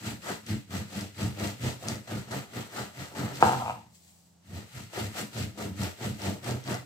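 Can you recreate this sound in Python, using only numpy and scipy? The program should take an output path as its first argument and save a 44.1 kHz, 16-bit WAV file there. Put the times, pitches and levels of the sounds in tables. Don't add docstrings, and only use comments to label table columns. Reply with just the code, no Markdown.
import sys
import numpy as np
from scipy import signal
from scipy.fft import rfft, irfft
from scipy.io import wavfile

SR = 44100
rng = np.random.default_rng(int(sys.argv[2]) if len(sys.argv) > 2 else 0)


def gain_from_db(level_db):
    decades = np.asarray(level_db, float) / 20
    return 10 ** decades


def materialize(psi):
    bounded = np.clip(np.atleast_2d(psi).T, -1, 1)
    quanta = np.round(bounded * 32767).astype(np.int16)
    wavfile.write(sys.argv[1], SR, quanta)


N = 302085

# start in seconds, length in seconds, crust hiss in dB, crumb tearing in dB, dryness in dB.
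FIRST_SLICE_STROKES = [(0.014, 0.14, -40.5, -47, 7), (0.239, 0.13, -40, -41, 9),
                       (0.46, 0.13, -43, -50.5, 6.5), (0.708, 0.13, -41, -40, 4),
                       (0.903, 0.18, -43.5, -41.5, -4), (1.171, 0.14, -40, -35.5, -21),
                       (1.379, 0.15, -39, -33, -10), (1.613, 0.13, -39.5, -35.5, -1.5),
                       (1.82, 0.16, -41.5, -36.5, -3.5), (2.066, 0.17, -44, -40, 2),
                       (2.291, 0.14, -42, -38, 5), (2.522, 0.15, -43, -44, 7.5),
                       (2.725, 0.15, -42, -40.5, 7), (2.946, 0.17, -46, -50, 9.5),
                       (3.141, 0.19, -42, -35, 1), (3.343, 0.18, -41.5, -41.5, 6.5)]
SECOND_SLICE_STROKES = [(4.495, 0.17, -49.5, -48.5, -7), (4.701, 0.18, -48.5, -59, 12.5),
                        (4.931, 0.15, -38.5, -37, 0), (5.138, 0.12, -39, -40, 5.5),
                        (5.337, 0.14, -41, -39, -7), (5.569, 0.13, -43, -35.5, -6),
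                        (5.785, 0.13, -39.5, -38.5, 1.5), (5.998, 0.13, -41, -34.5, -11),
                        (6.195, 0.16, -40, -33, -12), (6.434, 0.14, -41, -31.5, -13),
                        (6.656, 0.13, -39.5, -37, 7.5)]
# hardest push in seconds after the stroke's start,
# push length in seconds, deep shake in dB, upper shake in dB, tooth catches per second.
FIRST_SLICE_PUSHES = [(0.069, 0.13, -36.5, -36, 112), (.075, .14, -48, -39.5, 128),
                      (.062, 0.1, -32.5, -32, 104), (.055, 0.14, -35.5, -36.5, 94),
                      (.082, 0.15, -38, -38.5, 95), (.072, 0.12, -28, -34.5, 100),
                      (0.0579, .16, -34.5, -37.5, 99), (.048, 0.12, -30, -34, 128),
                      (.085, .14, -37, -36, 110), (0.0869, .12, -35, -36, 112),
                      (.06, 0.15, -41.5, -40, 128), (.06, 0.12, -43, -41.5, 120),
                      (.075, 0.12, -41.5, -42.5, 108), (.06, 0.093, -42.5, -41.5, 127),
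                      (0.088, .15, -36, -33, 125), (0.07, .14, -37.5, -41, 131)]
SECOND_SLICE_PUSHES = [(0.053, 0.14, -40.5, -44.5, 91), (.09, .12, -41, -47.5, 125),
                       (.095, 0.12, -34, -39, 105), (0.076, 0.12, -65, -38, 122),
                       (.08, 0.13, -30.5, -36.5, 106), (.085, 0.18, -38.5, -38, 98),
                       (0.036, 0.1, -31.5, -36.5, 90), (.08, .14, -34, -38, 120),
                       (.085, .15, -36.5, -35.5, 93), (.07, .14, -34.5, -39.5, 127),
                       (0.059, 0.12, -35, -35.5, 125)]
BITES = [0.464, 0.704, 1.179, 2.073, 2.31, 2.533, 3.15, 3.404, 4.93, 5.575, 6.43]
# time in seconds, peak in dB.
CRUST_SNAPS = [(0.4647, -32), (0.5008, -36), (0.7078, -36), (1.01, -28), (1.399, -30), (1.474, -26.5),
               (1.674, -42), (1.8849, -18), (1.9571, -34), (2.316, -30.5), (2.996, -43), (3.057, -35),
               (3.3585, -30.5), (3.4094, -28), (3.4271, -33), (3.6943, -48), (4.2061, -55.5), (4.967, -38),
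               (5.176, -27), (5.818, -28), (5.8343, -24), (6.2187, -26), (6.444, -32), (6.5096, -28),
               (6.6394, -39), (6.6765, -28), (6.743, -23), (6.7443, -34)]
# time in seconds, pressure on the board in dB.
SLICE_PRESSURE = [
    (3.404, -42),
    (3.426, -40.5),
    (3.455, -35),
    (3.51, -41.5),
    (3.65, -50.5),
    (3.71, -52.5),
    (3.8, -61),
    (3.83, -65),
    (3.93, -74.5),
]
# time in seconds, peak in dB.
SLICE_KNOCKS = [(3.405, -33), (3.4257, 4), (3.4346, -20), (3.4435, -30), (3.4553, -12), (3.4647, -13),
                (3.4712, -13), (3.4791, -15), (3.4848, -15), (3.494, -11), (3.5024, -22), (3.5172, -16.5),
                (3.5327, -15.5), (3.5435, -21), (3.6136, -34), (3.6202, -28.5), (3.6543, -26),
                (3.6604, -21), (3.6718, -33), (3.679, -20), (3.689, -29.5), (3.6964, -18), (3.7059, -20.5),
                (3.7162, -30), (3.7896, -40)]
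# time in seconds, level in dB.
BAG_CREASES = [
    (3.955, -62.5),
    (4.038, -65.5),
    (4.082, -64),
    (4.166, -68.5),
    (4.26, -73),
]

# frequency in Hz, level in dB, 60 dB decay in seconds.
COUNTER_DEEP_MODES = [(94.8, -1.5, 0.057), (129.4, -5, 0.084)]
COUNTER_UPPER_MODES = [(198, -8.5, 0.071), (199.8, 8.5, 0.073), (212, -1, 0.047), (284.6, 0.5, 0.13)]
BOARD_MODES = [(250, -5.5, 0.084), (350, -8, 0.073), (493, -7, .08), (559, -6.5, 0.019),
               (670, -24.5, 0.062), (794, -1, 0.06), (908, 5, 0.036), (1007, -2.5, 0.048),
               (1084, -5.5, 0.023), (1280, 5, 0.016), (1530, -13.5, 0.017), (1560, 1, 0.017)]

# frequency in Hz, level in dB per Hz.
CRUMB_COLOUR = [(180, -32), (300, -6.5), (384, -3.5), (483, -2), (718, -6.5), (822, -9.5), (883, -7),
                (1120, -12), (1260, -11), (2000, -16.5), (2600, -58.5), (4400, -120)]
CRUST_COLOUR = [(710, -22.5), (1200, -12), (1290, -4), (1830, -4.5), (2020, -2.5), (2980, -5.5), (3790, -6),
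                (6950, -11.5), (7910, -5.5), (9210, -18.5), (13200, -15), (15200, -15.5), (16000, -33)]
BAG_COLOUR = [(1180, -30), (2000, -11), (3140, -10), (4450, -6.5), (6590, -7.5), (7910, 1), (9330, -12.5),
              (11700, -11.5), (15100, -8), (16000, -10.5)]
AIR_COLOUR = [(24, -48.5), (40, -28.5), (66, -15.5), (124, -10), (171, -20.5), (226, -16), (422, -23.5),
              (831, -21), (1040, -26.5), (2210, -34.5), (7730, -30), (9450, -38.5), (16000, -46)]
# frequency in Hz, level in dB rms.
FRIDGE_HUM = [(86.1, -71.5), (172.3, -67.5), (199.2, -77)]


def rms_one(x):
    return x / np.sqrt(np.mean(x ** 2) + 1e-20)


def bandpass(x, order, low_hz, high_hz):
    return signal.sosfilt(signal.butter(order, [low_hz, high_hz], "band", fs=SR, output="sos"), x)


def in_time(rows, outside):
    s, *columns = np.transpose(rows)
    return np.array([np.interp(np.arange(N) / SR, s, c, outside, outside) for c in columns])


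def drift(rate_hz):
    r = np.exp(-40 * np.pi * rate_hz / SR)
    noise = rng.standard_normal(N // 20 + 2002)
    slow = signal.lfilter([1], [1, -2 * r, r * r], noise)[2000:]
    return np.interp(np.arange(N) / 20, np.arange(len(slow)), rms_one(slow))


def colour(x, spectrum):
    hz, level_db = np.transpose(spectrum)
    grid_hz = np.maximum(np.arange(2049) * SR / 4096, 1)
    log_gain = np.interp(np.log(grid_hz), np.log(hz), level_db) * np.log(10) / 20
    cepstrum = irfft(log_gain)
    cepstrum[1:2048] *= 2
    cepstrum[2049:] = 0
    impulse = irfft(np.exp(rfft(cepstrum)))
    return rms_one(signal.fftconvolve(x, impulse)[:N])


def ring(clicks, modes):
    out = 0
    for hz, level_db, t60_s in modes:
        r, w = gain_from_db(-60 / (t60_s * SR)), 2 * np.pi * hz / SR
        poles = [1, -2 * r * np.cos(w), r * r]
        out = out + signal.lfilter([0, gain_from_db(level_db) * np.sin(w)], poles, clicks + 1e-18)
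    return out


def swells(top_s, rise_s, fall_s, top_db, shape):
    rise_db, rise_power, fall_db, fall_power = shape
    after_s = np.arange(0, N + 40, 40) / SR - top_s[:, None]
    rise = rise_db * (np.maximum(-after_s, 0) / rise_s[:, None]) ** rise_power
    fall = fall_db * (np.maximum(after_s, 0) / fall_s[:, None]) ** fall_power
    power = np.sum(gain_from_db(top_db[:, None] - rise - fall) ** 2, axis=0) + 1e-12
    return np.interp(np.arange(N) / 40, np.arange(len(power)), 10 * np.log10(power))


def grains(per_s, spread_db, clump_db):
    sizes = gain_from_db(spread_db * np.minimum(rng.exponential(1, N), 4)) * rng.choice([-1, 1], N)
    happens = rng.random(N) < per_s / SR
    return rms_one(sizes * happens * gain_from_db(clump_db * drift(60)))


def ports(x, pan_db):
    lag = 8
    return np.array([x * gain_from_db(pan_db / 2), np.roll(x, lag) * gain_from_db(-pan_db / 2)])


def spread_out(per_s, spectrum, clump_db, patchy_db, alike):
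    clumps = gain_from_db(clump_db * (drift(90) + 0.6 * drift(22)))
    shared, left, right = (grains(per_s, spread_db=1.0, clump_db=0.6) * clumps for k in range(3))
    pair = np.sqrt(alike) * ports(shared, pan_db=2.9) + np.sqrt(1 - alike) * np.array([left, right])
    pair = np.array([colour(side, spectrum) for side in pair])
    out, edges_hz = 0, np.geomspace(200, 18000, num=12)
    for low_hz, high_hz in zip(edges_hz, edges_hz[1:]):
        out = out + bandpass(pair, 1, low_hz, high_hz) * gain_from_db(patchy_db * drift(15))
    return rms_one(out) * gain_from_db([[1], [-1]])


def background():
    shared, t = rng.standard_normal(N), np.arange(N) / SR
    air = np.array([colour(shared + 1.7 * rng.standard_normal(N), AIR_COLOUR) for side in "LR"])
    hum = 0
    for hz, db in FRIDGE_HUM:
        hum = hum + np.sqrt(2) * gain_from_db(db + 2.0 * drift(15)) * np.sin(2 * np.pi * hz * t)
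    return gain_from_db(-67) * air + hum


def strokes():
    start, length, crust_db, crumb_db, dryness_db = np.transpose(FIRST_SLICE_STROKES + SECOND_SLICE_STROKES)
    push, push_s, deep_db, upper_db, per_s = np.transpose(FIRST_SLICE_PUSHES + SECOND_SLICE_PUSHES)
    t = np.arange(N) / SR
    bitten = np.abs(start[:, None] - BITES).min(axis=1) < 0.02
    fastest = np.where(bitten, 0.38, 0.5)
    blade = start + fastest * length, fastest * length, (1 - fastest) * length
    build_up = 0.49
    hand = start + push, build_up * push_s, (1 - build_up) * push_s
    stall_s, stall_depth_db = 0.03, 6.0
    stall_db = stall_depth_db * sum(np.clip(1 + (t - s) / stall_s, 0, 1) * (t < s) for s in BITES)
    crust_swell, crumb_swell = (9.16, 1.8, 11, 1.34), (12.4, 2.2, 13.4, 1.3)
    shake_swell = (13.5, 1.8, 10.3, 1.3)
    return (swells(*blade, crust_db, crust_swell) - stall_db,
            swells(*blade, crumb_db, crumb_swell) - stall_db,
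            np.interp(t, blade[0], 1.17 * dryness_db),
            swells(*hand, deep_db, shake_swell),
            swells(*hand, upper_db, shake_swell),
            np.interp(t, hand[0], per_s))


def teeth(per_s):
    turns = np.cumsum(np.clip(per_s, 40, 300) * (1 + 0.08 * drift(29.37))) / SR
    clicks = np.diff(np.floor(turns), prepend=0)
    return rms_one(clicks * gain_from_db(3.8 * drift(38)))


def counter(shake_db, catches, modes, rubbing):
    scale = np.std(ring(rng.standard_normal(N), modes))
    push = catches + rubbing * rng.standard_normal(N)
    return ring(gain_from_db(shake_db - 2.0) * push, modes) / scale


def crust(crust_db):
    snaps, t = np.zeros(N), np.arange(300) / SR
    snaps[[round(s * SR) for s, db in CRUST_SNAPS]] = gain_from_db(np.array(CRUST_SNAPS)[:, 1] + 3.5)
    flakes_within_s, flake_db = 0.014, -8.0
    for (s, db), shifts in zip(CRUST_SNAPS, rng.uniform(-1, 1, (len(CRUST_SNAPS), 3))):
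        snaps[((s + flakes_within_s * shifts) * SR).astype(int)] += gain_from_db(db + flake_db)
    bursts = np.convolve(snaps, np.exp(-t / 0.0009))[:N] * rng.standard_normal(N)
    bursts = bandpass(bursts, 4, 1800, 8600)
    hiss = spread_out(4500, CRUST_COLOUR, clump_db=0.88, patchy_db=1.5, alike=0.14)
    return gain_from_db(crust_db + 0.5) * hiss + gain_from_db(-3.0) * ports(bursts, pan_db=2.8)


def crumb(tearing_db, dryness_db):
    rasp = spread_out(1800, CRUMB_COLOUR, clump_db=1.0, patchy_db=1.8, alike=0.75)
    dull = signal.lfilter(*signal.butter(1, 950, fs=SR), rasp)
    bright = gain_from_db(np.clip(dryness_db, -12, 12)) * (rasp - dull)
    return gain_from_db(tearing_db - 2.5) * (dull + bright)


def board(rattle_db):
    knocks = np.zeros(N)
    knocks[[round(s * SR) for s, db in SLICE_KNOCKS]] = -gain_from_db(np.array(SLICE_KNOCKS)[:, 1] - 15.0)
    chatter = gain_from_db(np.minimum(rattle_db, -24) - 36) * grains(900, spread_db=3.5, clump_db=2.5)
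    dragged = np.arange(N) > 3.6 * SR
    slap = bandpass((knocks + chatter) * ~dragged, 3, 350, 1500)
    drag = bandpass((knocks + chatter) * dragged, 3, 550, 1200)
    tick = bandpass(knocks * (1 + 3 * dragged), 2, 2300, 2800)
    return ring(slap + gain_from_db(4.5) * drag, BOARD_MODES) + gain_from_db(19.0) * tick


def bag():
    s, db = np.transpose(BAG_CREASES)
    one_s = np.ones(len(s))
    crease_db = swells(s, one_s, one_s, db, (300.5, 1, 92.5, 1))
    rustle = spread_out(6000, BAG_COLOUR, clump_db=0.5, patchy_db=1.5, alike=0.25)
    return gain_from_db(crease_db + 3.0) * rustle


def kitchen(x):
    low_t60_s, treble_t60_s, wall_cut_hz = 0.25, 0.38, 4700
    t = np.arange(SR // 2) / SR
    noise = rng.standard_normal((2, len(t)))
    low = signal.lfilter(*signal.butter(1, wall_cut_hz, fs=SR), noise)
    tail = low * gain_from_db(-60 * t / low_t60_s) + (noise - low) * gain_from_db(-60 * t / treble_t60_s)
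    tail *= np.clip(t / 0.0011 - 0.3, 0, 1) / np.sqrt(0.012 * SR)
    return signal.fftconvolve(x[None], tail)[:, :N]


def scene():
    crust_db, crumb_db, dryness_db, deep_db, upper_db, per_s = strokes()
    slide_db, = in_time(SLICE_PRESSURE, -120)
    slide_shake_db = slide_db + 4.5
    catches = teeth(per_s)
    deep = counter(np.maximum(deep_db, slide_shake_db - 0.5), catches, COUNTER_DEEP_MODES, rubbing=0.68)
    upper = counter(np.maximum(upper_db, slide_shake_db - 1.5), catches, COUNTER_UPPER_MODES, rubbing=0.81)
    shake = deep + upper
    hiss = crust(np.maximum(crust_db, slide_db))
    rasp = crumb(crumb_db, dryness_db)
    knock = board(-32.5 + 1.6 * (slide_db + 50))
    rustle = bag()
    wet = gain_from_db(-11.0) * shake + gain_from_db(-6.5) * rasp[0] + gain_from_db(-10.5) * (hiss[0] + rustle[0]) + gain_from_db(-7) * knock
    direct = ports(shake, pan_db=0.6) + ports(knock, pan_db=1.7) + rasp + hiss + rustle
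    return direct + kitchen(wet) + background()


def low_pass(x):
    return signal.sosfilt(signal.butter(12, 16180, fs=SR, output="sos"), x)


def record(dry):
    rounded = 1.366 * np.tanh(dry / 1.225)
    no_bass = signal.sosfilt(signal.butter(5, 72, "high", fs=SR, output="sos"), rounded)
    mix = signal.sosfilt(signal.ellip(10, 0.5, 70, 15800, fs=SR, output="sos"), no_bass)
    return low_pass(mix)


dry = scene()
out = record(dry)
materialize(out)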